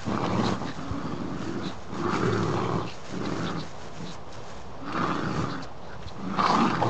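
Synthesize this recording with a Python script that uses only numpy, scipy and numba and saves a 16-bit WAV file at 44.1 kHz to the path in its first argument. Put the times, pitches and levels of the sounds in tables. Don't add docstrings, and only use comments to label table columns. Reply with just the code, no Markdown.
import sys
import numpy as np
from scipy import signal
from scipy.fft import rfft, irfft, next_fast_len
from scipy.io import wavfile
from scipy.ndimage import uniform_filter1d
from numba import njit

SR = 44100
rng = np.random.default_rng(int(sys.argv[2]) if len(sys.argv) > 2 else 0)


def wav_out(sig):
    wavfile.write(sys.argv[1], SR, np.round(np.clip(np.atleast_2d(sig).T, -1, 1) * 32767).astype(np.int16))


N = 303849
TIME = np.arange(N) / SR
CUTOFF_HZ = 8700
USUAL_EFFORT_DB, USUAL_PULSE_HZ, USUAL_LIPS_HZ, USUAL_JAW_HZ = -29.5, 93.8, 1204, 814

# t/s, effort/dB, mouth opening (snarl over rumble)/dB, fold pulses/Hz, lips/Hz
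GROWL_CURVES = [
    [(0.04, -55, -4, 69, 1115), (0.08, -27, -12.5, 68, 1120), (0.25, -28.5, -7, 66, 1220),
     (0.37, -25.5, -11.5, 69, 1120), (0.52, -25.5, -10, 66, 1180), (0.58, -37, -9.5, 82, 1210),
     (0.62, -30, -9.5, 81, 1176), (0.7, -30.5, -14.5, 83, 1203), (0.74, -58, -9, 81, 1220)],
    [(0.76, -52, -2, 88, 1250), (0.79, -40.5, 0.5, 85, 1280), (0.87, -46, 1, 81.4, 1217),
     (1.05, -34, -8.5, 77.4, 1220), (1.3, -34.5, -12, 78.6, 1230), (1.6, -33, -8.5, 85, 1340),
     (1.74, -43.5, -2.5, 83, 1220)],
    [(1.87, -45.5, -7, 73.5, 1220), (1.93, -34, -10, 75.4, 1174), (2.13, -30, 1, 92.5, 1234),
     (2.27, -22.5, -13.5, 72, 1350), (2.35, -27.5, -3.5, 64.3, 1330), (2.47, -27, -11, 63.6, 1196),
     (2.58, -27.5, -7, 61.3, 1130), (2.79, -29, -8, 61.4, 1118), (2.88, -38.5, -6.5, 60, 1150)],
    [(3.09, -52.5, -17, 78, 1396), (3.13, -33.5, -10, 69, 1420), (3.26, -30.5, -10.5, 74, 1213),
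     (3.42, -32.5, -4, 65.4, 1306), (3.58, -36.5, -7, 71, 1223), (3.68, -53.5, -12, 64, 1200)],
    [(4.78, -64, 1, 86, 1200), (4.86, -40, -0.5, 86, 1280), (5.02, -28, 0.5, 95.5, 1240),
     (5.26, -29.5, -5.5, 80.3, 1313), (5.42, -29.0, -7.0, 66.7, 1207), (5.6, -38, -2, 88, 1344),
     (5.68, -54, 2, 70, 1325)],
    [(6.18, -39.5, -10, 94, 1170), (6.27, -34.5, -7, 110, 1300), (6.34, -33, -5, 107, 1280),
     (6.4, -29, 5.5, 99.6, 1188), (6.52, -28.5, 3.5, 109, 1122), (6.64, -23.5, -1, 133.6, 1253),
     (6.77, -30.5, -3.5, 78, 1290), (6.83, -28, -5, 64, 954), (6.89, -26.5, -3.5, 65, 1136)],
]
# centre t/s, length/s, extra opening/dB
TOY_YANKS = [(0.25, 0.015, 8.5), (2.576, 0.023, 4), (2.78, 0.071, 3.5), (3.255, .03, 6),
             (6.828, 0.026, 6.5)]
def growl_controls(fade_s=0.044):
    inside_s = [np.minimum(TIME - curve[0][0], curve[-1][0] - TIME) for curve in GROWL_CURVES]
    gate = np.minimum(sum(np.clip(s / fade_s + 1, 0, 1) for s in inside_s), 1)
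    effort_db, opening_db, pulse_hz, lips_hz = in_time([row for curve in GROWL_CURVES for row in curve])
    yank_db = sum(db * swell(s, length) for s, length, db in TOY_YANKS)
    return gate, effort_db, opening_db + yank_db, pulse_hz, lips_hz


# chest/Hz, throat/Hz, throat/dB, roar/dB, jaw/dB, rasp/dB
GROWL_VOICINGS = [(196, 291, -10, -3.5, -3, -13.5), (181.6, 308, -5, -5, -9.5, -14.5),
                  (191, 330, -7.5, -11, -7.5, -17.5), (192, 320.6, -6.5, -5, -5.5, -14),
                  (175.75, 301, -8.5, -7.5, -9, -16.5), (176.67, 322.8, -9.5, -11.5, -5, -17)]
def growls(second_dog_db=-1, flews_hz=29, chest_q=2.4):
    gate, effort_db, opening_db, pulse_hz, lips_hz = growl_controls()
    held = [(curve[end][0], *row) for curve, row in zip(GROWL_CURVES, GROWL_VOICINGS) for end in (0, -1)]
    chest_hz, throat_hz, throat_db, roar_db, jaw_db, rasp_db = in_time(held)
    tension, retraction = pulse_hz / USUAL_PULSE_HZ, lips_hz / USUAL_LIPS_HZ
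    chest_hz *= tension ** 0.47
    throat_hz *= (from_db(effort_db - USUAL_EFFORT_DB) / tension) ** 0.12
    jaw_hz = USUAL_JAW_HZ * retraction ** 0.33
    snarl_db = effort_db + opening_db
    hollow_db = snarl_db - 24 * np.log2(retraction)
    rasp_db += effort_db + 0.96 * opening_db - 8 * np.log2(retraction)

    voices = folds(pulse_hz, jitter=0.2, shimmer_db=2.3)
    voices += from_db(second_dog_db) * folds(pulse_hz * 1.6, jitter=0.2, shimmer_db=0.5)
    flutter = np.sin(2 * np.pi * np.cumsum(flews_hz * np.exp(0.35 * drift(21))) / SR)
    slaps, air = voices * from_db(0.6 * flutter)
    firm, breathy, hoarse = slaps + 0.48 * air, slaps + 1.6 * air, slaps + 2.6 * air

    chest = evened(butter(resonance(firm, chest_hz, chest_hz / chest_q), 70, "high"))
    chest *= heave(effort_db - 2, depth_db=2.15)
    rumble = evened(resonance(firm, hz=128, width_hz=44))
    rumble *= from_db(effort_db - 9) / tension ** 1.63
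    throat = evened(resonance(firm, throat_hz, width_hz=150), span_s=0.04)
    throat *= heave(effort_db + throat_db - np.maximum(opening_db, 0), depth_db=0.75)
    roar = evened(resonance(breathy, hz=580, width_hz=326))
    jaw = evened(resonance(breathy, jaw_hz, width_hz=400), span_s=0.072)
    jaw *= heave(hollow_db + jaw_db, depth_db=1.7)
    roar *= from_db(hollow_db + roar_db) / tension ** 1.15
    lips_gain = heave(snarl_db - 3, depth_db=2.27)
    lips = resonance(breathy, lips_hz * (1 + 0.02 * drift(10)), width_hz=330 / tension ** 0.6)
    lips = lips_gain * evened(lips, span_s=0.067)
    rasp = from_db(rasp_db) * muzzle(hoarse, retraction)
    return gate * (rumble + chest - throat + roar + jaw - lips + rasp)


def folds(pulse_hz, jitter, shimmer_db):
    phase = np.cumsum(pulse_hz * np.exp(jitter * drift(60))) / SR
    cycle = phase.astype(int)
    strength = from_db(shimmer_db * np.clip(rng.standard_normal(N // 10), -2, 2))[cycle]
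    slaps = np.diff(cycle, prepend=0) * strength
    opening = 0.5 + np.exp(-3.5 * (phase % 1))
    air = rng.standard_normal(N) * strength * opening
    return np.array([rms_one(slaps), rms_one(air)])


def heave(level_db, depth_db):
    return from_db(level_db + depth_db * drift(22))


# f/Hz, width/Hz, level/dB
MUZZLE_FORMANTS = [(1697, 250, -1), (2045, 140, -2.5), (2367, 360, -2.5), (2630, 490, -2.5),
                   (3226, 410, -3), (3604, 330, -6), (4256, 400, -4.5), (4560, 990, -6.5)]
def muzzle(voice, retraction):
    out = np.zeros(N)
    for hz, width_hz, db in MUZZLE_FORMANTS:
        centre_hz = hz * retraction ** 0.7 * (1 + 0.025 * drift(10))
        out += from_db(db + 2.5 * drift(14)) * rms_one(resonance(voice, centre_hz, width_hz))
    return out


# centre t/s, length/s, level/dB, chest/Hz
TUG_GRUNTS = [(0.795, 0.058, -36, 158), (1.667, 0.038, -28.5, 174), (3.434, 0.1, -32.5, 170.5),
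              (3.582, 0.12, -33, 165), (4.025, 0.094, -35.5, 172), (4.099, .055, -38.5, 168),
              (5.411, .12, -33, 124.4), (6.283, 0.084, -29.5, 188.4)]
def grunts(pulse_hz=86, breath=0.15, chest_q=2.8, throat_db=-12):
    slaps, air = folds(pulse_hz, jitter=0.15, shimmer_db=3.5)
    voice = slaps + breath * air
    throat = from_db(throat_db) * evened(resonance(voice, hz=316, width_hz=180))
    out = np.zeros(N)
    for s, length, db, hz in TUG_GRUNTS:
        chest = evened(resonance(voice, hz, hz / chest_q), span_s=0.013)
        out += from_db(db) * swell(s, length) * (chest - throat)
    return out


# start t/s, end t/s, first f/Hz, last f/Hz, level/dB
MOAN_GLIDES = [(0.788, 1.138, 265, 294.2, -38.5), (1.151, 1.372, 281.6, 310, -44),
               (1.377, 1.626, 313.5, 347, -38.5), (1.97, 2.129, 318, 366, -36),
               (2.2, 2.401, 427, 382.7, -35), (4.799, 4.99, 255.3, 341.3, -40),
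               (5.48, 5.646, 290.6, 258, -41), (6.38, 6.672, 196.5, 239, -33.5)]
def moans(waver=0.018, overtone_db=-19, fade_s=0.035):
    wobble, out = 1 + waver * drift(37.7), np.zeros(N)
    for start, end, first_hz, last_hz, db in MOAN_GLIDES:
        on = (TIME > start) & (TIME < end)
        s = TIME[on]
        hz = np.interp(s, [start, end], [first_hz, last_hz]) * wobble[on]
        phase = 2 * np.pi * np.cumsum(hz) / SR
        tone = np.sin(phase) + from_db(overtone_db) * sum(np.sin(k * phase) for k in range(2, 6))
        fade = np.minimum(np.minimum(s - start, end - s) / fade_s, 1)
        out[on] += from_db(db) * fade * rms_one(tone)
    return out * from_db(2.8 * drift(30))


# centre t/s, length/s, level/dB, nostril/Hz
NOSE_JETS = [(0.395, .033, -44, 2770), (0.465, 0.04, -34, 3900), (0.694, 0.072, -46.5, 3720),
             (0.695, 0.06, -43, 1710), (1.671, 0.081, -41.5, 3660), (2.156, 0.04, -41, 2250),
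             (2.333, 0.021, -41, 3505), (2.646, 0.082, -46, 2200), (2.829, 0.035, -47.5, 3460),
             (2.898, 0.057, -42, 2627), (2.902, 0.098, -48.5, 4000), (3.26, 0.023, -41, 3980),
             (3.475, 0.042, -39, 3460), (3.604, .046, -41.5, 3976), (4.088, 0.066, -45, 3720),
             (5.517, 0.054, -43.5, 3967), (5.634, 0.028, -45.5, 4260), (5.86, 0.083, -58, 3900),
             (5.926, 0.06, -45.5, 1470), (6.084, 0.022, -41.5, 3824), (6.488, .14, -37.5, 4251)]
def snorts(hiss_db=-11, nostril_q=4.7):
    sputter = from_db(3 * drift(120))
    jet, leak = rng.standard_normal((2, N)) * sputter
    hiss = from_db(hiss_db) * rms_one(butter(leak, [2000, 5300], "band", order=3))
    out = np.zeros(N)
    for s, length, db, hz in NOSE_JETS:
        nostril = evened(resonance(jet, hz, hz / nostril_q), span_s=0.044)
        out += from_db(db) * swell(s, length) * (nostril + hiss)
    return out


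# t/s, peak level/dB, f/Hz, t60/s
TWIG_SNAPS = [(0.263, -18, 3600, 0.016), (0.362, -31, 2170, .033), (0.534, -33, 2600, 0.048),
              (2.431, -28, 4200, .03), (4.325, -36, 5500, 0.056), (4.343, -42, 5500, 0.048),
              (4.925, -26, 3400, 0.055), (6.026, -36, 2800, 0.14), (6.463, -19, 2500, 0.092),
              (6.605, -19.5, 2720, 0.048), (6.701, -20, 3300, 0.028), (6.752, -16.5, 2300, 0.034),
              (6.802, -20.5, 1800, .028)]
def snaps(crest_db=9):
    out = np.zeros(N)
    for s, db, hz, t60 in TWIG_SNAPS:
        age = np.clip(TIME - s, 0, 1)
        crack = rms_one(butter(rng.standard_normal(N), [hz / 2, min(hz * 1.17, CUTOFF_HZ)], "band"))
        out += (age > 0) * from_db(db - crest_db - 60 * age / t60) * crack
    return out


# centre t/s, length/s, level/dB
PAW_SCUFFS = [(0.004, 0.18, -44), (0.485, 0.17, -41.5), (0.8, 0.54, -50), (1.46, 0.14, -47),
              (1.678, 0.12, -48), (1.815, 0.19, -53), (1.997, 0.1, -46), (2.162, 0.11, -41),
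              (2.434, 0.28, -46.5), (2.945, 0.2, -49), (3.095, 0.18, -47), (3.381, 0.34, -46),
              (3.668, 0.16, -48), (3.83, 0.14, -49), (4.03, 0.22, -47.5), (4.13, 0.065, -45),
              (4.342, 0.074, -48.5), (4.514, 0.26, -49.5), (5.39, 0.17, -44.5), (5.633, 0.048, -48),
              (6.084, 0.17, -55), (6.55, .18, -41), (6.871, 0.076, -54)]
# f/Hz, level/dB
GRASS_EQ = [(900, -3.5), (1500, 8.5), (2200, 2.5), (3000, 1.5), (4300, 0), (5500, 0), (7000, -.5),
            (8500, -15.5)]
def grass(grains_per_s=1000, rest_db=-64, bracing_db=-51):
    gate, effort_db = growl_controls()[:2]
    bracing = gate * from_db(bracing_db + 0.98 * (effort_db - USUAL_EFFORT_DB))
    scuff_power = sum((from_db(db) * swell(s, length)) ** 2 for s, length, db in PAW_SCUFFS)
    level = np.sqrt(from_db(rest_db) ** 2 + bracing ** 2 + scuff_power)
    onsets = rng.random(N) < grains_per_s * from_db(4 * drift(25)) / SR
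    sizes = from_db(3 * np.minimum(rng.exponential(1, N), 4))
    crackle = rms_one(onsets * sizes * rng.choice([-1, 1], N))
    rustle = crackle + rng.standard_normal(N)
    edges = np.geomspace(900, CUTOFF_HZ, 13)
    bands = (butter(rustle, band, "band", order=1) for band in zip(edges, edges[1:]))
    clumps = sum(from_db(1.5 * drift(25)) * band for band in bands)
    return level * coloured(clumps, GRASS_EQ)


# t/s, level/dB, f/Hz
CAMERA_BUMPS = [(0.909, -17, 96), (1.781, -37, 90), (6.06, -25.5, 90.1)]
def bumps(t60=0.07):
    out = np.zeros(N)
    for s, db, hz in CAMERA_BUMPS:
        age = np.clip(TIME - s, 0, 1)
        out -= from_db(db - 60 * age / t60) * np.sin(2 * np.pi * hz * age)
    return butter(out, 49, "high")


# f/Hz, level/dB
HUSH_EQ = [(25, -12), (60, 1.5), (90, 2.5), (170, 1), (270, -7), (450, -3), (750, -4), (1100, -6.5),
           (1500, -17), (2300, -23), (3400, -24), (6000, -31), (8500, -43)]
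def hush(level_db=-42):
    return from_db(level_db + 0.78 * drift(14)) * coloured(rng.standard_normal(N), HUSH_EQ)


def lawn(x, turf_s=0.002548, turf_db=-14, fence_s=0.031, fence_db=-19):
    dull = butter(x, 1700, "low", order=1)
    echoes = [(turf_s, turf_db), (fence_s, fence_db)]
    return x + sum(from_db(db) * np.interp(TIME - lag, TIME, dull) for lag, db in echoes)


def from_db(db):
    return 10 ** (np.asarray(db) / 20)


def rms_one(x):
    return x / np.sqrt(np.mean(x ** 2) + 1e-20)


def in_time(rows):
    s, *columns = np.transpose(rows)
    return [np.interp(TIME, s, column) for column in columns]


def swell(s, length):
    return np.exp(-np.minimum((2 * (TIME - s) / length) ** 2, 20))


def drift(rate_hz, hop=40):
    pole = np.exp(-2 * np.pi * rate_hz * hop / SR)
    noise = rng.standard_normal(N // hop + 2002)
    slow = signal.lfilter([1], [1, -2 * pole, pole * pole], noise)[2000:]
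    return np.interp(np.arange(N) / hop, np.arange(len(slow)), rms_one(slow))


def butter(x, hz, kind, order=2):
    return signal.sosfilt(signal.butter(order, hz, kind, fs=SR, output="sos"), x)


def coloured(x, eq):
    hz, db = np.transpose(eq)
    size = next_fast_len(N)
    bins = np.maximum(np.arange(size // 2 + 1) * SR / size, 1)
    gain = from_db(np.interp(np.log(bins), np.log(hz), db)) * np.minimum(bins / hz[0], 1)
    return rms_one(irfft(rfft(x, size) * gain, size)[:N])


@njit
def sweep(x, step, damping):
    out, low, band = np.zeros(len(x)), 0., 0.
    for i in range(len(x)):
        low += step[i] * band
        band += step[i] * (x[i] - low - damping[i] * band)
        out[i] = band * damping[i]
    return out


def resonance(x, hz, width_hz):
    hz = hz * np.ones(N)
    step, damping = 2 * np.sin(np.pi * hz / SR), width_hz / hz
    return sweep(sweep(x, step, damping), step, damping)


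def evened(x, span_s=0.085):
    size = max(int(span_s * SR), 2)
    power = uniform_filter1d(uniform_filter1d(x * x, size), size // 2)
    return x / np.sqrt(np.abs(power) + 1e-12)


def scene():
    bed = hush()
    dogs = lawn(growls() + grunts() + moans() + snorts() + snaps())
    return (dogs + grass() + bumps() + bed)[None]


def record(dry, dc_offset=0.0158):
    soft = butter(dry, 7760, "low", order=5)
    brick_wall = signal.ellip(10, 0.2, 80, CUTOFF_HZ, fs=SR, output="sos")
    return signal.sosfilt(brick_wall, soft) + dc_offset


dry = scene()
out = record(dry)
wav_out(out)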